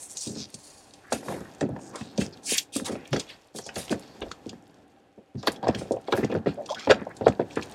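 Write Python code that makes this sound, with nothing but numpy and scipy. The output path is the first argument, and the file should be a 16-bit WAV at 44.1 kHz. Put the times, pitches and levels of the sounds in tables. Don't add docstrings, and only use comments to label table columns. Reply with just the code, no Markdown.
import sys
import numpy as np
from scipy import signal
from scipy.fft import rfft, irfft
from scipy.io import wavfile
from scipy.ndimage import uniform_filter1d

SR = 44100
rng = np.random.default_rng(int(sys.argv[2]) if len(sys.argv) > 2 else 0)


def to_wav(sig):
    pcm = np.clip(np.atleast_2d(sig), -1, 1) * 32767
    pcm = np.round(pcm).astype(np.int16)
    wavfile.write(sys.argv[1], SR, pcm.T)


N = 341334
TIME_S = np.arange(N) / SR
RING_S = np.arange(SR // 4) / SR
TOP_HZ = 15900

# (time [s], panel level before trim [dB], panel pitch [Hz], settling time [s],
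# frame thud level before trim [dB], contact clack level [dB], clack pitch [Hz])
BLOWS = [(0.264, -32, 277, 0.48, -36, -61, 1000), (0.36, -36, 300, 0.28, -37.5, -57, 1000),
         (0.539, -49, 332, 0.14, -45.5, -66, 1200), (1.12, -25.5, 567, 0.12, -44, -33, 1380),
         (1.127, -29.5, 304, 0.25, -42, -37.5, 1930), (1.228, -45, 520, .07, -57, -54, 1640),
         (1.26, -45, 520, 0.048, -55, -65, 1400), (1.282, -37.5, 524, 0.099, -37.5, -37.5, 1370),
         (1.302, -34.5, 556, 0.09, -45, -58, 1390), (1.322, -35, 519, 0.089, -41, -51, 1480),
         (1.338, -34, 396, 0.37, -41, -54, 1570), (1.404, -42.5, 332, 0.17, -39.5, -53, 1400),
         (1.609, -28, 483, 0.11, -33, -38.5, 1790), (1.626, -23.5, 320, .2, -33, -48.5, 1720),
         (1.687, -37.5, 523, 0.21, -30.5, -61, 900), (1.762, -40, 574, 0.064, -43, -47, 1290),
         (1.789, -48, 523.7, 0.038, -66, -53, 1290), (2.008, -36, 215, 0.16, -38.5, -47.5, 2400),
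         (2.181, -23, 305, 0.1, -25, -54, 1760), (2.211, -32.5, 353, 0.25, -34, -38, 1850),
         (2.519, -30.5, 366, 0.071, -43.5, -58, 990), (2.76, -32, 348, 0.23, -42, -43.5, 1520),
         (2.797, -51, 400, .04, -59, -44.5, 1490), (2.817, -38.5, 250, 0.049, -41, -69, 1000),
         (2.895, -29, 336, 0.13, -43, -52, 1350), (2.922, -31, 306, 0.21, -41, -52, 1500),
         (2.953, -37, 396, 0.053, -52, -48, 1720), (3.129, -23, 378, 0.2, -32, -32.5, 1560),
         (3.16, -31.5, 430, 0.081, -42, -37, 1695), (3.548, -38, 350, 0.2, -45, -62, 1490),
         (3.586, -40.5, 520, 0.09, -62, -47.5, 1340), (3.661, -42, 623, 0.22, -51, -57, 1300),
         (3.689, -45.5, 600, 0.16, -60, -40.5, 2130), (3.761, -33, 500, 0.16, -36.5, -40, 1800),
         (3.903, -29, 375, 0.34, -33, -53, 1190), (3.924, -24, 340, 0.049, -38.5, -35, 1410),
         (4.218, -32.5, 416, 0.16, -51, -43, 1330), (4.313, -48, 345, 0.023, -55.5, -39, 1770),
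         (4.462, -35, 303, 0.1, -41, -72, 890), (4.529, -42.5, 253, 0.0547, -48.5, -56, 1410),
         (5.177, -46, 378, 0.134, -53.5, -80, 900), (5.346, -38, 237, 0.13, -31.5, -63.5, 1010),
         (5.43, -36, 503, 0.85, -47, -43.5, 1380), (5.471, -27.5, 553, 0.091, -44, -23.5, 1340),
         (5.48, -24.5, 404, 0.063, -42, -30.5, 1940), (5.628, -26, 653, 0.55, -36, -39.5, 1130),
         (5.669, -25, 530, 0.035, -34, -36, 1387), (5.686, -19.5, 416, 0.03, -25.5, -36.5, 1390),
         (5.745, -34, 363, 0.21, -31, -43, 2030), (5.81, -33.5, 434, 0.23, -38.5, -48, 1490),
         (5.908, -21, 435, 0.14, -40, -79, 900), (5.938, -32, 507, 0.088, -48, -68, 900),
         (5.965, -32.5, 534, 0.12, -58, -54, 910), (6.082, -30, 503, 0.12, -61, -44.5, 1210),
         (6.123, -24, 440, 0.12, -51, -25.5, 1280), (6.133, -22, 440, 0.11, -34, -31, 1280),
         (6.174, -33, 482, 0.057, -40, -38, 1500), (6.183, -22.5, 330, 0.18, -35, -49, 1370),
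         (6.229, -25.5, 340, 0.047, -28.5, -44, 1380), (6.244, -25.5, 378, 0.036, -37, -46, 1500),
         (6.297, -28.5, 362, 0.28, -37.5, -47, 1400), (6.323, -29, 425, 0.12, -36, -42, 1500),
         (6.349, -25, 420, 0.088, -32, -38, 1440), (6.365, -28, 376, 0.069, -31, -59, 1190),
         (6.459, -28.5, 372, 0.074, -39.5, -41, 1500), (6.468, -20.5, 360, 0.068, -29, -39.5, 1490),
         (6.486, -33, 292, 0.17, -34, -46, 1630), (6.58, -36.5, 495, 0.37, -60, -66, 910),
         (6.871, -22, 440, 0.35, -27, -30, 1000), (6.896, -16, 500, 0.071, -39, -31, 1450),
         (6.909, -15, 550, 0.028, -34, -22, 1680), (6.917, -38, 560, 0.037, -49, -22.5, 1360),
         (6.943, -36.5, 565, 0.34, -42, -57, 1200), (7.015, -34.5, 308, 0.053, -40.5, -48, 1110),
         (7.066, -34, 616, 0.082, -64, -75, 910), (7.209, -27.5, 474, 0.15, -32.5, -46.5, 1130),
         (7.267, -11, 570, 0.037, -26.5, -30.5, 1210), (7.278, -21, 503, 0.08, -28, -41, 1530),
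         (7.394, -20.5, 425, 0.09, -33.5, -41, 1290), (7.57, -24.5, 330, 0.11, -35, -34, 1250),
         (7.591, -40.5, 396, 0.11, -51, -40.5, 1320)]
# (frequency [Hz], level [dB])
LATCH_MODES = [(2330, 13), (2600, 8), (2857, 8), (3227, 5.5), (3396, 7), (3700, 0), (3950, 1), (4350, -11),
               (4567, -9.5), (5000, -16), (6215, -26), (6690, -8.5), (7200, 4.5), (8170, 3), (8380, -8),
               (9800, 4.5)]
# (time [s], level before trims [dB])
RUSTLE_LEVEL = [(0.0, -53), (0.21, -53.5), (0.95, -55.5), (1.55, -51), (1.7, -58.5), (1.85, -55),
                (2.4, -54), (2.68, -62), (3.02, -54.5), (3.23, -47.5), (3.36, -52.5), (3.52, -61),
                (3.72, -51), (3.8, -44), (4.98, -67), (5.37, -67), (5.53, -45), (5.6, -62), (5.85, -50.5),
                (6.02, -58), (6.2, -44), (6.42, -63.5), (6.5, -54), (6.62, -56.5), (6.85, -59),
                (6.98, -61.5), (7.3, -51.5), (7.45, -56.5), (7.61, -50), (7.645, -44.5), (7.69, -50),
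                (7.74, -43)]


def undb(db):
    return 10 ** (np.asarray(db) / 20)


def unit(x):
    return x / np.sqrt(np.mean(x ** 2) + 1e-20)


def blow_level(x, db):
    return x * undb(db) * np.sqrt(0.02 * SR / np.sum(x ** 2))


def fade(t60_s):
    return np.exp(-np.log(1000) * RING_S / max(t60_s, 1e-3))


def press(contact_s):
    contact_s = max(contact_s, 1e-5)
    force = np.ones(len(RING_S))
    t = RING_S[:int(5 * contact_s * SR) + 1]
    force[:len(t)] -= np.exp(-(t / contact_s) ** 2)
    return force


def band(x, low_hz, high_hz, order=2):
    high_hz = np.clip(high_hz, 50, 0.45 * SR)
    low_hz = np.clip(low_hz, 10, 0.96 * high_hz)
    return signal.sosfilt(signal.butter(order, [low_hz, high_hz], "band", fs=SR, output="sos"), x)


def colour(x, points):
    hz, db = np.transpose(points)
    f = np.maximum(np.arange(N // 2 + 1) * SR / N, 1)
    gain = undb(np.interp(np.log(f), np.log(hz), db))
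    return unit(irfft(rfft(x) * gain, N))


def curve(rows):
    return undb(np.interp(TIME_S, *np.transpose(rows)))


def walk(rate_hz):
    k = max(int(SR / rate_hz), 1)
    steps = np.repeat(rng.standard_normal(N // k + 1), k)
    return unit(uniform_filter1d(steps, k)[:N])


def add(out, s, x):
    i = int(np.clip(s * SR, 0, N - 1))
    out[i:i + len(x)] += x[:N - i]


def friction(grain_db, jerk_db, jerk_rate_hz):
    slips = rng.standard_normal(N) * undb(grain_db * rng.exponential(size=N))
    return unit(slips * undb(jerk_db * walk(jerk_rate_hz)))


def cupped(x, gap_s=0.000604, wander=0.5):
    out = x
    for _ in range(4):
        at = np.arange(N) - gap_s * SR * np.exp(wander * walk(35))
        out = out + 0.3 * walk(25) * np.interp(at, np.arange(N), x)
    return unit(out)


def struck(modes, t60_s, chatter_db, contact_s, detune=0.017):
    hz, db = np.transpose(modes)
    t = RING_S[:int(np.clip(1.5 * t60_s * SR, 500, len(RING_S)))]
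    hz = hz * (1 + detune * rng.standard_normal(len(hz)))
    size = undb(db) * rng.choice([-1, 1], len(hz))
    waves = np.sin(np.outer(np.float32(2 * np.pi * hz), np.float32(t)))
    out = undb(chatter_db) * rng.standard_normal(len(RING_S))
    out[:len(t)] += unit(size.astype(np.float32) @ waves)
    return out * fade(t60_s) * press(contact_s)


def bouncing(modes, t60_s, settle_s, delays_s, chatter_db, contact_s):
    out = np.zeros(len(RING_S))
    for after_s in delays_s:
        i = int(np.clip(after_s * SR, 0, len(RING_S) - 1))
        size = np.exp(-np.log(1000) * after_s / max(settle_s, 1e-3))
        out[i:] += size * struck(modes, t60_s, chatter_db, contact_s)[:len(RING_S) - i]
    return out


def spot(x, shortest_s=0.0003, longest_s=0.0011, reflection=0.43):
    lag = max(int(SR * rng.uniform(shortest_s, longest_s)), 1)
    back = np.zeros(lag + 1)
    back[0] = 1
    back[lag] = min(reflection, 0.8) * rng.choice([-1, 1])
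    return signal.lfilter([1], back, x)


def tick(hz, width, t60_s):
    size = int(0.03 * SR)
    peak = signal.iirpeak(min(hz, 0.4 * SR), 1 / width, fs=SR)
    burst = rng.standard_normal(size) * fade(t60_s)[:size]
    return signal.lfilter(*peak, signal.lfilter(*peak, burst))


def crack(t60_s, later_slips=2, slip_delay_s=0.0035, slip_db=-1):
    burst = fade(t60_s) * press(contact_s=0.0012)
    force = burst.copy()
    for after_s in slip_delay_s * rng.uniform(0.64, 1.3, later_slips):
        force += undb(slip_db) * np.interp(RING_S - after_s, RING_S, burst, left=0)
    return force * rng.standard_normal(len(RING_S))


def outside(hush_db=-64.5):
    # (frequency [Hz], relative level [dB])
    hush_colour = [(25, -20.5), (60, -10.5), (125, -2.5), (200, -24.5), (290, -3), (440, -1.5), (620, -2.5),
                   (790, -19), (1000, -13), (1600, -14.5), (3000, -18.5), (6000, -35.5), (10000, -34.5),
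                   (16000, -53)]
    # (centre [Hz], width [Hz], level [dB])
    drone_bands = [(290.5, 12.4, -66), (783, 27, -69.5)]
    swell = undb(0.7 * walk(3))
    out = undb(hush_db) * colour(rng.standard_normal(N), hush_colour)
    for hz, width_hz, db in drone_bands:
        out += undb(db) * unit(band(rng.standard_normal(N), hz - width_hz / 2, hz + width_hz / 2))
    return out * swell


def movement(rustle_trim_db=-3, shifting_trim_db=-4, sway_db=-10.5, sway_rise_s=0.035, sway_fall_s=0.042):
    # (frequency [Hz], relative level [dB])
    rustle_colour = [(800, 16), (1400, 7), (3000, 5), (5000, 0), (7500, -2), (10000, -11.5), (13000, -11),
                     (16000, -32)]
    shifting_colour = [(30, -33), (60, -8.5), (120, 0.5), (280, 5), (420, 1), (620, -5), (790, 0),
                       (1000, -15), (1700, -14.5), (3000, -54)]
    # (time [s], level before trim [dB])
    shifting_level = [(0.0, -91), (1.12, -52), (1.29, -33.5), (1.46, -51.5), (1.89, -42), (2.76, -51.5),
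                      (2.98, -44), (3.41, -67), (3.9, -57), (4.16, -46), (4.98, -55.5), (5.39, -71),
                      (5.54, -37), (5.78, -56), (6.01, -49), (6.32, -47), (6.7, -44.5), (7.74, -42.5)]
    rustle = colour(friction(grain_db=1.5, jerk_db=1.5, jerk_rate_hz=40), rustle_colour)
    rubbing = colour(friction(grain_db=2, jerk_db=1.8, jerk_rate_hz=35), shifting_colour)
    sway = np.zeros(N)
    sway_shape = press(sway_rise_s) * np.exp(-RING_S / sway_fall_s)
    for s, _, _, _, thud_db, _, _ in BLOWS:
        add(sway, s, undb(thud_db + sway_db) * sway_shape)
    rub_level = np.hypot(undb(shifting_trim_db) * curve(shifting_level), sway)
    return undb(rustle_trim_db) * curve(RUSTLE_LEVEL) * rustle + rub_level * rubbing


def crinkles(width=0.7, t60_s=0.008, count=420, quietest_db=-18.5, mean_rise_db=3.5, low_hz=2470, high_hz=9100):
    out = np.zeros(N)
    for when, pitch, size in rng.random((count, 3)):
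        hz = low_hz * (high_hz / low_hz) ** pitch
        db = quietest_db - mean_rise_db * np.log(1 - size)
        add(out, when * N / SR, blow_level(tick(hz, width, t60_s), db))
    return out * curve(RUSTLE_LEVEL)


def drags(trim_db=1, slip_scatter_db=3, smooth_db=-24, echo_gain=0.31, echo_cycles=4.06):
    # (start [s], end [s],
    # level before trim [dB], start pitch [Hz], end pitch [Hz], width [Hz], slip rate [1/s])
    drag_rows = [(-.03, 0.09, -43.5, 7700, 8510, 3050, 3300), (0.08, 0.15, -43.5, 7200, 8350, 3200, 1700),
                 (0.164, 0.197, -34.5, 6950, 6300, 1500, 930), (0.167, 0.324, -52, 7300, 5400, 3800, 460),
                 (0.217, 0.277, -51.5, 3800, 3320, 1300, 370), (0.338, 0.469, -40.5, 5600, 4730, 2300, 520),
                 (1.008, 1.146, -55, 1410, 1860, 700, 510), (1.29, 1.36, -53, 3100, 2850, 1200, 94),
                 (1.337, 1.53, -55.5, 1630, 1400, 700, 280), (1.779, 1.932, -54, 7340, 6300, 2600, 350),
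                 (1.996, 2.15, -56.5, 3580, 4340, 1500, 340), (2.324, 2.35, -48.5, 5040, 4340, 1190, 2000),
                 (2.466, 2.615, -37, 2350, 2160, 800, 2350), (2.833, 3.138, -55.5, 1360, 2550, 1260, 2000),
                 (3.104, 3.215, -43, 72, 58, 40, 350), (3.605, 3.712, -48, 6100, 5200, 1900, 770),
                 (4.2, 4.32, -46, 65, 60, 40, 970), (5.468, 5.487, -27, 4350, 4150, 714, 1340),
                 (6.232, 6.245, -34.5, 2170, 1660, 600, 910), (6.302, 6.332, -47, 2800, 2400, 913, 490),
                 (6.453, 6.526, -57, 4150, 4500, 900, 900), (6.568, 6.62, -31.5, 530, 630, 131, 1600),
                 (6.688, 6.707, -33, 1080, 816, 250, 1200), (6.699, 6.719, -27, 566, 610, 70, 1100),
                 (6.707, 6.74, -33.5, 785, 1060, 140, 900), (6.718, 6.757, -38.5, 720, 635, 100, 730),
                 (6.684, 6.722, -44, 3260, 3420, 300, 880), (6.686, 6.74, -42.5, 4800, 5030, 3000, 1000),
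                 (6.752, 6.792, -40, 1290, 1640, 330, 500), (6.741, 6.88, -48.5, 1930, 2480, 450, 270),
                 (6.781, 6.869, -49, 1100, 1480, 330, 500), (6.75, 6.89, -46, 3860, 4630, 2550, 510),
                 (6.898, 6.932, -11, 533, 563, 71, 2500), (7.259, 7.286, -23, 746, 650, 380, 1200),
                 (7.277, 7.288, -32, 1700, 2000, 900, 1300), (3.932, 4.21, -63, 4200, 4700, 1400, 1200),
                 (7.556, 7.587, -40.5, 2360, 1960, 1300, 980)]
    out = np.zeros(N)
    for start, end, db, start_hz, end_hz, width_hz, slips_per_s in drag_rows:
        on = (TIME_S >= start) & (TIME_S < end)
        stroke = (TIME_S[on] - start) / (end - start)
        happens = rng.random(len(stroke)) < slips_per_s / SR
        size, hiss = rng.standard_normal((2, len(stroke)))
        slips = happens * np.sign(size) * undb(slip_scatter_db * np.abs(size)) + undb(smooth_db) * hiss
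        phase = 2 * np.pi * np.cumsum(start_hz + (end_hz - start_hz) * stroke) / SR
        narrow = signal.butter(2, width_hz / 2, fs=SR, output="sos")
        rub = np.real(signal.sosfilt(narrow, slips * np.exp(-1j * phase)) * np.exp(1j * phase))
        rub = rub + echo_gain * np.interp(phase - 2 * np.pi * echo_cycles, phase, rub)
        out[on] += undb(db + trim_db) * unit(rub) * np.sin(np.pi * stroke)
    return out


def scrapes(start_db=-20, end_db=-25, bend=1.1, trim_db=2, fibre_db=-19, rise_share=0.3):
    # (start [s], length [s], level before trim [dB],
    # low edge [Hz], high edge [Hz])
    stroke_rows = [(0.142, 0.26, -37, 4460, 8800), (0.437, 0.69, -53, 4100, 9900),
                   (1.117, 0.1, -39.5, 1830, 10500), (1.183, 0.34, -48, 1300, 11300),
                   (1.233, 0.29, -45.5, 300, 1900), (1.927, 0.11, -37, 298, 1240),
                   (1.935, 0.19, -49, 2470, 8500), (2.176, 0.11, -37, 1670, 8750),
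                   (2.432, 0.12, -34.5, 4200, 9500), (2.465, 0.17, -26.5, 2580, 10200),
                   (2.558, 0.06, -32, 8700, 13800), (2.722, 0.12, -34.5, 2630, 10200),
                   (2.84, 0.13, -38, 220, 1430), (2.846, 0.061, -32, 2260, 9700),
                   (2.896, .09, -48, 2000, 9600), (3.115, 0.069, -37, 600, 5960),
                   (3.169, 0.099, -45, 1200, 7440), (3.274, 0.095, -42.5, 1570, 4530),
                   (3.542, 0.092, -40.5, 3070, 10700), (3.741, 0.15, -38, 2064, 10880),
                   (3.902, 0.045, -34, 1500, 9000), (4.213, 0.025, -34.5, 2380, 3800),
                   (5.37, 0.076, -52.5, 3900, 6150), (5.623, 0.19, -40, 700, 1800),
                   (5.628, 0.054, -51, 3400, 4900), (5.465, 0.028, -37, 7250, 12900),
                   (5.757, 0.12, -45.5, 1600, 9100), (6.068, 0.03, -45.5, 1200, 4750),
                   (6.143, 0.086, -46.5, 4340, 14500), (6.124, 0.24, -47, 895, 2230),
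                   (6.458, 0.084, -44.5, 1290, 4520), (6.894, 0.04, -21, 1150, 4200),
                   (6.953, 0.15, -46.5, 600, 2040), (7.088, 0.061, -47, 1140, 2100),
                   (7.236, 0.091, -45, 2800, 4800), (7.502, 0.08, -53, 3000, 7600)]
    out = np.zeros(N)
    slips = cupped(friction(grain_db=1.9, jerk_db=1.6, jerk_rate_hz=130))
    for start, length, db, low_hz, high_hz in stroke_rows:
        on = (TIME_S >= start) & (TIME_S < start + length)
        stroke = (TIME_S[on] - start) / length
        before = np.clip(1 - stroke / rise_share, 0, 1)
        after = np.clip((stroke - rise_share) / (1 - rise_share), 0, 1)
        speed = undb(db + trim_db + start_db * before ** bend + end_db * after ** bend)
        plastic = struck(LATCH_MODES, t60_s=0.025, chatter_db=6, contact_s=0.0002, detune=0.05)
        plastic = blow_level(plastic, -41)
        ticks = slips[on] + signal.fftconvolve(slips[on], plastic)[:len(stroke)]
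        rub = unit(band(ticks, low_hz, high_hz, order=3))
        fibres = unit(band(ticks, high_hz, 1.6 * high_hz, order=3))
        out[on] += speed * (rub + undb(fibre_db) * fibres)
    return out


def clicks(crack_db=2, crack_t60_s=0.0064, ring_t60_s=0.038, trim_db=1, sizzle_db=-25, graze_db=-24,
           graze_s=0.018, spread=1.545, jolt_db=-17, jolt_ratio=2.3):
    # (time [s], level before trim [dB], pitch [Hz])
    snap_rows = [(0.169, -39.5, 6060), (0.271, -41.5, 5860), (0.399, -57, 4830), (0.541, -41.5, 6000),
                 (0.936, -53.5, 5340), (1.124, -32.5, 6160), (1.608, -42.5, 5160), (1.956, -44, 6000),
                 (2.176, -39, 4800), (2.58, -23.5, 4900), (2.763, -33.5, 6940), (2.845, -46, 5150),
                 (2.921, -57, 5500), (3.053, -51.5, 2560), (3.129, -36, 4000), (3.163, -39.5, 4370),
                 (3.195, -36, 5300), (3.201, -40.5, 4600), (3.584, -42, 6000), (3.663, -44.5, 5900),
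                 (3.756, -41, 4830), (4.314, -44, 4670), (4.492, -44.5, 4600), (5.427, -49, 4600),
                 (5.471, -32.5, 4100), (5.518, -47, 7250), (5.559, -52, 4040), (5.681, -41.5, 4780),
                 (5.747, -39, 3630), (5.919, -46.5, 6000), (6.122, -33, 3180), (6.178, -54, 5100),
                 (6.245, -44.5, 4600), (6.315, -49, 3340), (6.659, -47.5, 4870), (6.745, -41.5, 3970),
                 (6.794, -45, 4560), (6.909, -29.5, 4350), (7.166, -52, 6060), (7.28, -42, 5000),
                 (7.507, -52, 3000), (7.555, -49.5, 5800), (7.623, -42, 3200), (7.629, -47, 5060),
                 (7.72, -56, 5360)]
    out = np.zeros(N)
    lead = int(0.02 * SR)
    jolts = [(s, clack_db + jolt_db, jolt_ratio * clack_hz) for s, _, _, _, _, clack_db, clack_hz in BLOWS]
    for s, db, hz in snap_rows + jolts:
        swelling = np.exp(-RING_S[:lead] / graze_s)[::-1]
        graze = undb(graze_db) * rng.standard_normal(lead) * swelling
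        ring = struck(LATCH_MODES, ring_t60_s, chatter_db=6, contact_s=0.0012, detune=0.004) / 2
        release = spot(undb(crack_db) * crack(crack_t60_s) + ring, reflection=0.3)
        snap = np.concatenate([graze, release])
        sizzle = band(snap, low_hz=6780, high_hz=14600)
        snap = band(snap, hz / spread, hz * spread, order=3) + undb(sizzle_db) * sizzle
        add(out, s - lead / SR, blow_level(snap, db + trim_db))
    return out


def rattles(base_db=-16, mean_delay_s=0.034, low_hz=1040, high_hz=5260, fall_db_per_s=200,
            tilt_db_per_oct=-5, scatter_db=2, count=7):
    out = np.zeros(N)
    for s, db, _, _, _, clack_db, _ in BLOWS:
        for _ in range(count):
            after_s = mean_delay_s * rng.exponential()
            octaves = rng.random() * np.log2(high_hz / low_hz)
            tick_db = (db + clack_db) / 2 + base_db - fall_db_per_s * after_s + tilt_db_per_oct * octaves
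            tick_db += scatter_db * rng.standard_normal()
            part = tick(low_hz * 2 ** octaves, width=0.55, t60_s=0.01)
            add(out, s + after_s, blow_level(part, tick_db))
    return out


def booms(second_ratio=2.0, second_db=-13, waver_db=7.0, sag=0.052, sag_s=0.039):
    # (time [s], level [dB], settled pitch [Hz], swell time [s], ring t60 [s])
    boom_rows = [(1.61, -27, 277.2, 0.0102, 0.53), (2.759, -28, 262, 0.004, .11),
                 (3.107, -25, 133, 0.021, 0.085), (3.906, -24.5, 337, 0.0072, 0.16),
                 (6.35, -32.5, 215, 0.0122, .24)]
    out = np.zeros(N)
    t = TIME_S[:SR]
    for s, db, hz, swell_s, t60_s in boom_rows:
        phase = 2 * np.pi * np.cumsum(hz * (1 + sag * np.exp(-t / sag_s))) / SR
        hum = np.sin(phase) + undb(second_db) * np.sin(second_ratio * phase)
        shape = (1 - np.exp(-(t / swell_s) ** 2)) * np.exp(-np.log(1000) * t / t60_s)
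        waver = undb(waver_db * walk(55)[:SR])
        add(out, s, blow_level(hum * shape * waver, db))
    return out


def knocks(spread=1.438, free_t60_s=0.41, frame_t60_s=0.15, panel_trim_db=0.5, thud_trim_db=1.5,
           clack_t60_share=0.42, clack_settle_share=0.67, clack_spread=1.395, thud_lag_s=0.0018,
           rebound_s=0.029, rebound_scatter=0.25):
    # (frequency [Hz], level [dB])
    panel_modes = [(220, 7), (265, 0), (300, 1), (352, 0), (398, -1.5), (428, 0), (479, 0.5), (542, 2),
                   (575, 2), (657, 1.5), (705, 0), (775, 2.5), (900, 1), (975, -3)]
    frame_modes = [(68, -4.5), (97, -36), (116, -14.5), (135, -0.5), (165, -1), (198, 4)]
    trim_modes = [(830, 15), (985, 8.5), (1190, 5.5), (1265, 3), (1400, 3.5), (1550, -1.5), (1675, 2),
                  (1790, -2.5), (1960, 0), (2100, -5), (2310, -3.5), (2595, 5), (2857, -2.5)]
    out = np.zeros(N)
    for s, db, hz, settle_s, thud_db, clack_db, clack_hz in BLOWS:
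        t60_s = 1 / (1 / settle_s + 1 / free_t60_s)
        delays_s = np.arange(3) * rebound_s * (1 + rebound_scatter * rng.standard_normal(3))
        panel = bouncing(panel_modes, t60_s, settle_s, delays_s, chatter_db=0, contact_s=0.0008)
        panel = band(panel, hz / spread, hz * spread)
        frame = bouncing(frame_modes, frame_t60_s, settle_s, delays_s, chatter_db=22.5, contact_s=0.0033)
        frame = band(frame, low_hz=83, high_hz=270, order=3)
        edge = bouncing(trim_modes, t60_s * clack_t60_share, settle_s * clack_settle_share, delays_s[:2],
                        chatter_db=-2, contact_s=0.0012)
        edge = band(spot(edge), clack_hz / clack_spread, clack_hz * clack_spread, order=3)
        add(out, s, blow_level(panel, db + panel_trim_db) + blow_level(edge, clack_db))
        add(out, s + thud_lag_s, blow_level(frame, thud_db + thud_trim_db))
    return out


def cab(x, low_t60_s=0.011, high_t60_s=0.12, split_hz=900, build_s=0.00022):
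    noise = rng.standard_normal(len(RING_S))
    lows = band(noise, 41, split_hz) * fade(low_t60_s)
    highs = band(noise, split_hz, TOP_HZ) * fade(high_t60_s)
    echo = (lows + highs) * press(build_s)
    return signal.fftconvolve(x, echo / np.sqrt(np.sum(echo ** 2)))[:N]


def scene(cab_db=-12, side_db=-35, side_low_db=-28, side_treble_db=-22):
    handling = movement() + crinkles() + drags() + scrapes() + clicks() + rattles() + booms() + knocks()
    mid = outside() + handling + undb(cab_db) * cab(handling)
    diffuse = cab(handling)
    side = undb(side_db) * diffuse
    side += undb(side_low_db) * band(diffuse, low_hz=131, high_hz=600)
    side += undb(side_treble_db) * band(diffuse, low_hz=10000, high_hz=16000)
    return np.array([mid + side, mid - side])


def record(dry, rumble_hz=50):
    x = signal.sosfilt(signal.butter(2, rumble_hz, "high", fs=SR, output="sos"), dry)
    return signal.sosfilt(signal.ellip(8, 0.2, 70, TOP_HZ, fs=SR, output="sos"), np.tanh(x))


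dry = scene()
out = record(dry)
to_wav(out)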